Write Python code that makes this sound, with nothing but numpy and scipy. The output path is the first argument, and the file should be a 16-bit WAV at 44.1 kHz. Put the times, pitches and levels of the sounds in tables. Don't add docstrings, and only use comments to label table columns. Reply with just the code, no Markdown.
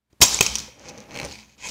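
import sys
import numpy as np
from scipy import signal
from scipy.fft import rfft, irfft
from scipy.io import wavfile

SR = 44100
rng = np.random.default_rng(int(sys.argv[2]) if len(sys.argv) > 2 else 0)


def output_pcm(signal):
    pcm = np.clip(np.atleast_2d(signal).T, -1, 1) * 32767
    wavfile.write(sys.argv[1], SR, np.round(pcm).astype(np.int16))


def undo_db(level):
    steps = np.asarray(level, float) / 20
    return 10 ** steps


N = 74970

# t/s, level/dB, brightest f/Hz, buzz/s, crack/dB
SLAM = [
    (0.2039, -25.5, 337, 0.01, -7),
    (0.2118, -15.5, 6400, 0.0014, -20),
    (0.2147, -11.5, 4970, 0.0028, 10.5),
    (.217, 4, 3970, 0.0071, -10.5),
    (.218, -5, 1000, 0.0076, -19),
    (.222, 3, 5400, 0.0063, -2),
    (.231, 4, 7200, 0.0046, -6.5),
    (.248, -11, 5740, .005, -10),
]
# f/Hz, level/dB, t60/s
BOARD = [(230, 15.5, 0.015), (422, 7, 0.011), (595, 11.5, 0.0085), (1000, 2, 0.0097), (2200, -10.5, 0.01),
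         (2577, 2.5, 0.014), (3190, 4.5, 0.0043), (3740, 2, 0.0051), (4385, 0, 0.0045), (4930, -1, 0.0082),
         (5664, 5, 0.0069), (6380, -0.5, 0.009), (7200, -25.5, 0.017), (9200, -8, 0.0065)]
# t/s, level/dB
TICKS = [(0.7954, -36.5), (.879, -39), (.8855, -30), (0.8899, -27.5), (.894, -28.5), (0.8974, -32.5),
         (.902, -38), (0.9779, -31.5), (0.983, -33), (1.0038, -31.5), (1.145, -32), (1.2421, -25.5),
         (1.2487, -24), (1.2552, -29.5), (1.2608, -38), (1.2866, -32.5), (1.2972, -33), (1.318, -30),
         (1.321, -31), (1.3243, -28.5), (1.335, -38), (1.35, -35.5), (1.36, -34), (1.406, -39),
         (1.656, -27), (1.6717, -23), (1.6885, -32), (1.692, -24), (1.696, -30)]
# t/s, edge level/dB, body level/dB
CREAKS = [(1.091, -44, -35.5), (1.109, -32.5, -35), (1.1165, -34.5, -32), (1.1424, -34, -48),
          (1.1535, -26.5, -32), (1.1612, -22, -27), (1.174, -24, -36), (1.1885, -19.5, -36),
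          (1.1997, -16, -28), (1.2146, -21, -22.5), (1.2314, -25, -21), (1.244, -33, -34),
          (1.249, -31, -29), (1.2612, -45, -29)]
# t/s, f/Hz
RUB = [(.75, 6210), (1.27, 6040), (1.29, 4680), (1.425, 4470), (1.435, 6580), (1.675, 6900), (1.685, 5570)]


def evened(x):
    return x / np.sqrt(np.mean(x ** 2) + 1e-20)


def read(points, hz):
    f, value = np.transpose(points)
    return np.interp(np.log(hz + 1), np.log(f + 1), value)


def curve(rows, column):
    rows = np.array(rows)
    return np.interp(np.arange(N) / SR, rows[:, 0], rows[:, column])


def colour(x, points):
    gain = undo_db(read(points, np.fft.rfftfreq(len(x), 1 / SR)))
    return irfft(rfft(x) * gain, len(x))


def place(mix, s, sound):
    out, at = mix.copy(), round(s * SR)
    out[at:at + len(sound)] += sound[:N - at]
    return out


def rings(modes, focus_hz, fall_db, count=2600):
    damped_s, soft_s = 0.022, 0.000089
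    t = np.arange(count) / SR
    hz, db, t60 = np.transpose(modes)[:, :, None]
    strike_db = db - fall_db * abs(np.log2(hz / focus_hz))
    decay_db = 60 * t / np.minimum(t60, damped_s)
    ringing = (undo_db(strike_db - decay_db) * np.sin(2 * np.pi * hz * t)).sum(0)
    return ringing * (1 - np.exp(-t / soft_s))


def ping(db, hz, rise_s):
    u = np.arange(round(12 * rise_s * SR) + 8) / SR / rise_s
    return undo_db(db) * u * np.exp(1 - u) * np.sin(2 * np.pi * hz * rise_s * u)


def grains(per_s, spread_db):
    chance, size = rng.random(N), rng.exponential(1, N)
    sign = rng.choice([-1., 1.], N)
    return (chance < per_s / SR) * sign * undo_db(spread_db * np.minimum(size, 5))


def resonate(x, hz, width_hz):
    turn = np.exp(2j * np.pi * np.cumsum(hz * np.ones(len(x))) / SR)
    r = np.exp(-np.pi * width_hz / SR)
    once = signal.lfilter([1 - r], [1, -r], x / turn)
    twice = signal.lfilter([1 - r], [1, -r], once)
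    return evened((turn * twice).real)


def brighten(x, level_db, full_db):
    treble_hz, treble_growth = 7780, 0.94
    low = signal.sosfiltfilt(signal.butter(4, treble_hz, fs=SR, output="sos"), x)
    treble = undo_db(treble_growth * (level_db - full_db)) * (x - low)
    return undo_db(level_db) * (low + treble)


def knock(mix, s, db, focus_hz, buzz_s, crack_db):
    # f/Hz, level/dB per Hz
    crack_spectrum = [(100, -4.5), (980, 8), (1400, -20), (3200, -5.5), (7300, 3.5), (9500, -8.5),
                      (14000, -6.5), (16500, -7)]
    dull_db_per_oct, thin_db_per_oct = 2, 3.5
    t = np.arange(4096) / SR
    buzz = np.minimum(t / (0.24 * buzz_s + 1e-5), 1) * np.exp(-t / max(buzz_s, 5e-5))
    contact = rng.standard_normal(4096) * buzz
    ring = signal.fftconvolve(contact, rings(BOARD, focus_hz, 16))[:4096]
    tone = []
    for hz, level in crack_spectrum:
        dull = dull_db_per_oct * max(np.log2(hz / focus_hz), 0)
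        thin = thin_db_per_oct * max(np.log2(focus_hz / hz), 0)
        tone.append((hz, level - dull - thin))
    crack = evened(colour(rng.standard_normal(4096), tone)) * buzz
    sound = ring / abs(ring).max() + undo_db(crack_db) * crack
    part = mix[round(s * SR):][:4096]
    part += undo_db(db) * sound[:len(part)]


def slam_and_bounces():
    # t/s, level/dB, brightest f/Hz, buzz/s, crack/dB
    bounces = [(0.1273, -51.5, 4600, 0.0028, -24), (0.129, -47, 244.3, 0.0071, -32),
               (.3885, -27, 2580, 0.0015, 5.5), (.408, 2, 3040, 0.0025, -2),
               (0.408, -5.5, 5500, 0.00036, -0.5), (0.4079, -4.5, 533, 0.0015, -14.5),
               (0.4252, -13.5, 5060, 0.0055, -3.5), (0.4635, -14.5, 6230, 0.0005, -8),
               (0.467, -10, 6400, 0.0013, -10.5), (0.5546, -7, 6340, 0.00073, -11),
               (0.5592, -15, 6100, 0.0011, -9), (.584, -18.5, 6000, 0.0026, -10),
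               (.592, -16.5, 4840, 0.00031, -13.5), (0.6016, -22.5, 5900, 0.00068, -4)]
    mix = np.zeros(N)
    for row in [*SLAM, *bounces]:
        knock(mix, *row)
    return mix


def wire_ticks():
    rise_s = 0.00021
    mix = np.zeros(N)
    for s, db in TICKS:
        hz = np.interp(s, *np.transpose(RUB))
        mix = place(mix, s, ping(db, hz, rise_s) - ping(db - 11.5, hz * 0.72, rise_s))
    return mix


def creaks():
    # f/Hz, level/dB, t60/s
    edge_modes = [(2315, -0.5, 0.025), (2595, 4, 0.011), (2940, 1.5, 0.0054), (4220, 0.5, 0.0092),
                  (5030, -1, .003), (6400, -4, 0.011), (7800, -20, .003)]
    # f/Hz, level/dB, t60/s
    body_modes = [(305, -5, 0.027), (612, 3, .022), (813, -4, 0.017), (1000, -2.5, 0.018)]
    edge, body = rings(edge_modes, 2400, 0), rings(body_modes, 600, 0)
    edge, body = edge / abs(edge).max(), body / abs(body).max()
    mix = np.zeros(N)
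    for s, edge_db, body_db in CREAKS:
        mix = place(mix, s, -undo_db(edge_db) * edge - undo_db(body_db) * body)
    return mix


def room(x):
    # f/Hz, t60/s
    decay = [(150, 0.1), (1000, 0.43), (4000, 0.66), (12000, 0.35)]
    taps = np.zeros(SR // 2)
    at = np.arange(200, SR // 2 - 20, 20)
    taps[at + rng.integers(0, 20, len(at))] = rng.choice([-1., 1.], len(at))
    hz, t, z = signal.stft(taps, SR, nperseg=256)
    tail = signal.istft(z * undo_db(-60 * t / read(decay, hz)[:, None]), SR, nperseg=256)[1]
    return signal.fftconvolve(x, tail / np.linalg.norm(tail))[:N]


def jangle():
    # t/s, level/dB
    jangle_level = [(.23, -18), (.27, -29), (.34, -25.5), (.4, -32), (.44, -27), (.5, -32.5), (.6, -35.5),
                    (.68, -47.5), (.77, -71.5)]
    # f/Hz, level/dB per Hz
    hiss_spectrum = [(88, -41.5), (150, -10.5), (618, -9.5), (972, -5), (1750, -15), (2260, -11), (5930, 0),
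                     (15300, -32.5), (16500, -48)]
    t = np.arange(N) / SR
    clicks = evened(grains(6000, 1.124)) + 1.2 * rng.standard_normal(N)
    ring = evened(signal.fftconvolve(clicks, rings(BOARD, 6000, 4.1))[:N])
    hiss = evened(colour(clicks, hiss_spectrum))
    live = (t > jangle_level[0][0]) * undo_db(-200 * np.maximum(t - jangle_level[-1][0], 0))
    return live * brighten(undo_db(-0.5) * hiss + undo_db(-23.5) * ring, curve(jangle_level, 1), -29.5)


def pings_and_swells():
    # start t/s, peak level/dB, f/Hz, rise/s
    pings = [(.219, -4.5, 5280, 0.0021), (0.2203, -9, 3270, 0.0037), (.221, -25, 990, 0.0084),
             (0.215, -26, 344, 0.0078), (.218, -25, 452, 0.005), (.226, -33, 13800, 0.0014),
             (0.23, -7.5, 7310, 0.0029), (.255, -18, 7460, 0.0047), (0.2831, -10.5, 5850, 0.00051),
             (0.3435, -16.5, 7800, 0.0011), (0.3445, -8.5, 7020, 0.0007), (.389, -20, 2370, .0012),
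             (0.3892, -17, 6230, .001), (0.4097, -10.5, 2466, 0.001), (.4095, -12, 6400, 0.0023),
             (0.4645, -1, 5800, 0.00021), (0.4647, -14.5, 2560, 0.00078), (.468, -22, 2560, 0.0011),
             (.5545, -25.5, 2500, 0.001), (.5845, -18.5, 6300, 0.00055), (1.249, -36, 8750, 0.0023),
             (1.323, -37.5, 6670, 0.0026), (1.641, -34, 2500, 0.0032), (1.647, -35, 3200, 0.0025),
             (1.647, -36, 6400, .0015), (1.655, -37, 985, 0.0041), (1.662, -31, 6500, 0.0028)]
    # start t/s, peak level/dB, f/Hz, rise/s
    low_swells = [(.225, -31.5, 116, .012), (.232, -41, 72, .01), (.205, -30.5, 211, 0.0097),
                  (0.311, -44, 62, 0.015), (0.408, -31.5, 111, 0.0093), (.407, -35, 70, 0.013),
                  (.455, -46, 212, .01), (.495, -36.5, 61.3, 0.016), (.51, -44, 214.5, 0.028),
                  (.565, -43.5, 64, .02), (0.666, -46.5, 62, .018), (.68, -44, 514, 0.0049),
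                  (.865, -47, 499.6, 0.023), (.98, -45.5, 219, 0.016), (1.224, -44, 123, 0.01),
                  (1.231, -49, 59, 0.02), (1.291, -42, 67, 0.014), (1.35, -48.5, 214.8, 0.027),
                  (1.649, -46, 63.6, 0.017)]
    mix = np.zeros(N)
    for s, *row in [*pings, *low_swells]:
        mix = place(mix, s, ping(*row))
    return mix


def drag():
    # t/s, wire rustle level/dB, wood ring level/dB, rumble level/dB
    motion = [(.72, -90, -54.5, -63), (.8, -55, -66.5, -49.5), (.89, -47, -47, -41.5), (.93, -57, -63, -46),
              (1.0, -52.5, -57, -44.5), (1.07, -63.5, -96, -51), (1.16, -44.5, -36, -37.5),
              (1.25, -45, -56, -36.5), (1.32, -45, -48.5, -48.5), (1.42, -50.5, -51, -71),
              (1.47, -60.5, -63, -73.5), (1.545, -59.5, -63.5, -70.5), (1.573, -77.5, -87, -73),
              (1.583, -52.5, -55.5, -57), (1.62, -46.5, -45.5, -65), (1.668, -37, -33, -51),
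              (1.68, -38, -37, -47.5), (1.7, -35, -48, -46)]
    # f/Hz, level/dB per Hz
    rustle_spectrum = [(1650, -42.5), (2800, -4), (5970, -6), (6430, -5), (7910, -15), (8650, -17.5),
                       (15400, -46.5), (16500, -51)]
    # f/Hz, level/dB, t60/s
    edge_modes = [(964, -7.5, .02), (2280, -5.5, 0.016), (2500, 1, 0.012), (3164, -2.5, 0.0062)]
    # f/Hz, level/dB per Hz
    rumble_spectrum = [(35, -52), (60, -9), (286, -3), (367, -7.5), (614, -6.5), (685, -10), (1490, -17),
                       (2500, -16), (3250, -29), (5500, -120)]
    clicks = evened(grains(4100, 5))
    rustle = evened(colour(clicks + 0.81 * rng.standard_normal(N), rustle_spectrum))
    rubbing = resonate(clicks, curve(RUB, 1), 1400)
    rustle = evened(rustle + undo_db(-9.5) * rubbing)
    edge = evened(signal.fftconvolve(clicks, rings(edge_modes, 2400, 0))[:N])
    bumps = evened(grains(900, 2.0)) + 0.73 * rng.standard_normal(N)
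    rumble = evened(colour(bumps, rumble_spectrum))
    rumble = rumble + undo_db(-12) * resonate(bumps, 520, 164)
    rumble = evened(rumble + undo_db(-13.5) * resonate(bumps, 814, 99))
    live = np.arange(N) > SR * SLAM[2][0]
    wire = brighten(rustle, curve(motion, 1), -47.5)
    return live * (wire + undo_db(curve(motion, 2)) * edge + undo_db(curve(motion, 3)) * rumble)


def fizz():
    # f/Hz, level/dB per Hz
    grit = [(2000, -19), (4000, 8), (7000, -1.5), (9000, -9.5), (16000, -15)]
    puff = np.exp(-np.arange(600) / SR / 0.0016)
    level = np.zeros(N)
    for s, db in TICKS:
        level = place(level, s, undo_db(db - 12) * puff)
    for s, edge_db, _ in CREAKS:
        level = place(level, s, undo_db(edge_db - 11.5) * puff)
    return level * evened(colour(rng.standard_normal(N), grit))


def background():
    # f/Hz, level/dB
    hum_tones = [(61, -59), (121, -63), (212, -63.5)]
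    # f/Hz, level/dB per Hz
    air_spectrum = [(18, -32.5), (30, -41), (76, -13.5), (276, -16.5), (409, -22), (506, -23), (1530, -26),
                    (15200, -39.5), (16500, -45)]
    # t/s, level/dB
    gate = [(0, -32), (.098, -27), (.103, -15), (.2, -11.5), (.23, 12), (.62, 8), (.76, -7), (1.1, -3),
            (1.27, 5.5), (1.55, -10), (1.7, 8.5)]
    t = np.arange(N) / SR
    hum = np.zeros(N)
    for hz, db in hum_tones:
        hum += undo_db(db) * np.sqrt(2) * np.sin(2 * np.pi * (hz * t + rng.random()))
    air = undo_db(-55.5) * evened(colour(rng.standard_normal(N), air_spectrum))
    return undo_db(curve(gate, 1)) * (hum + air)


def scene():
    hits = slam_and_bounces() + wire_ticks() + creaks()
    trap = hits + undo_db(-15) * room(hits) + jangle() + pings_and_swells()
    return (trap + drag() + fizz() + background())[None]


def low_pass(x):
    return signal.sosfilt(signal.butter(12, 16810, fs=SR, output="sos"), x)


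def record(dry):
    clip = 0.6
    clipped = dry / (1 + abs(dry / clip) ** 6) ** (1 / 6)
    edge = signal.firwin(511, 15750, window=("kaiser", 9), fs=SR)[None]
    top = signal.firwin(511, 16800, window=("kaiser", 9), fs=SR)[None]
    above = clipped - signal.oaconvolve(clipped, edge, "same")
    limited = clipped - 0.9 * above
    limited = signal.oaconvolve(limited, top, "same")
    return low_pass(limited)


dry = scene()
out = record(dry)
output_pcm(out)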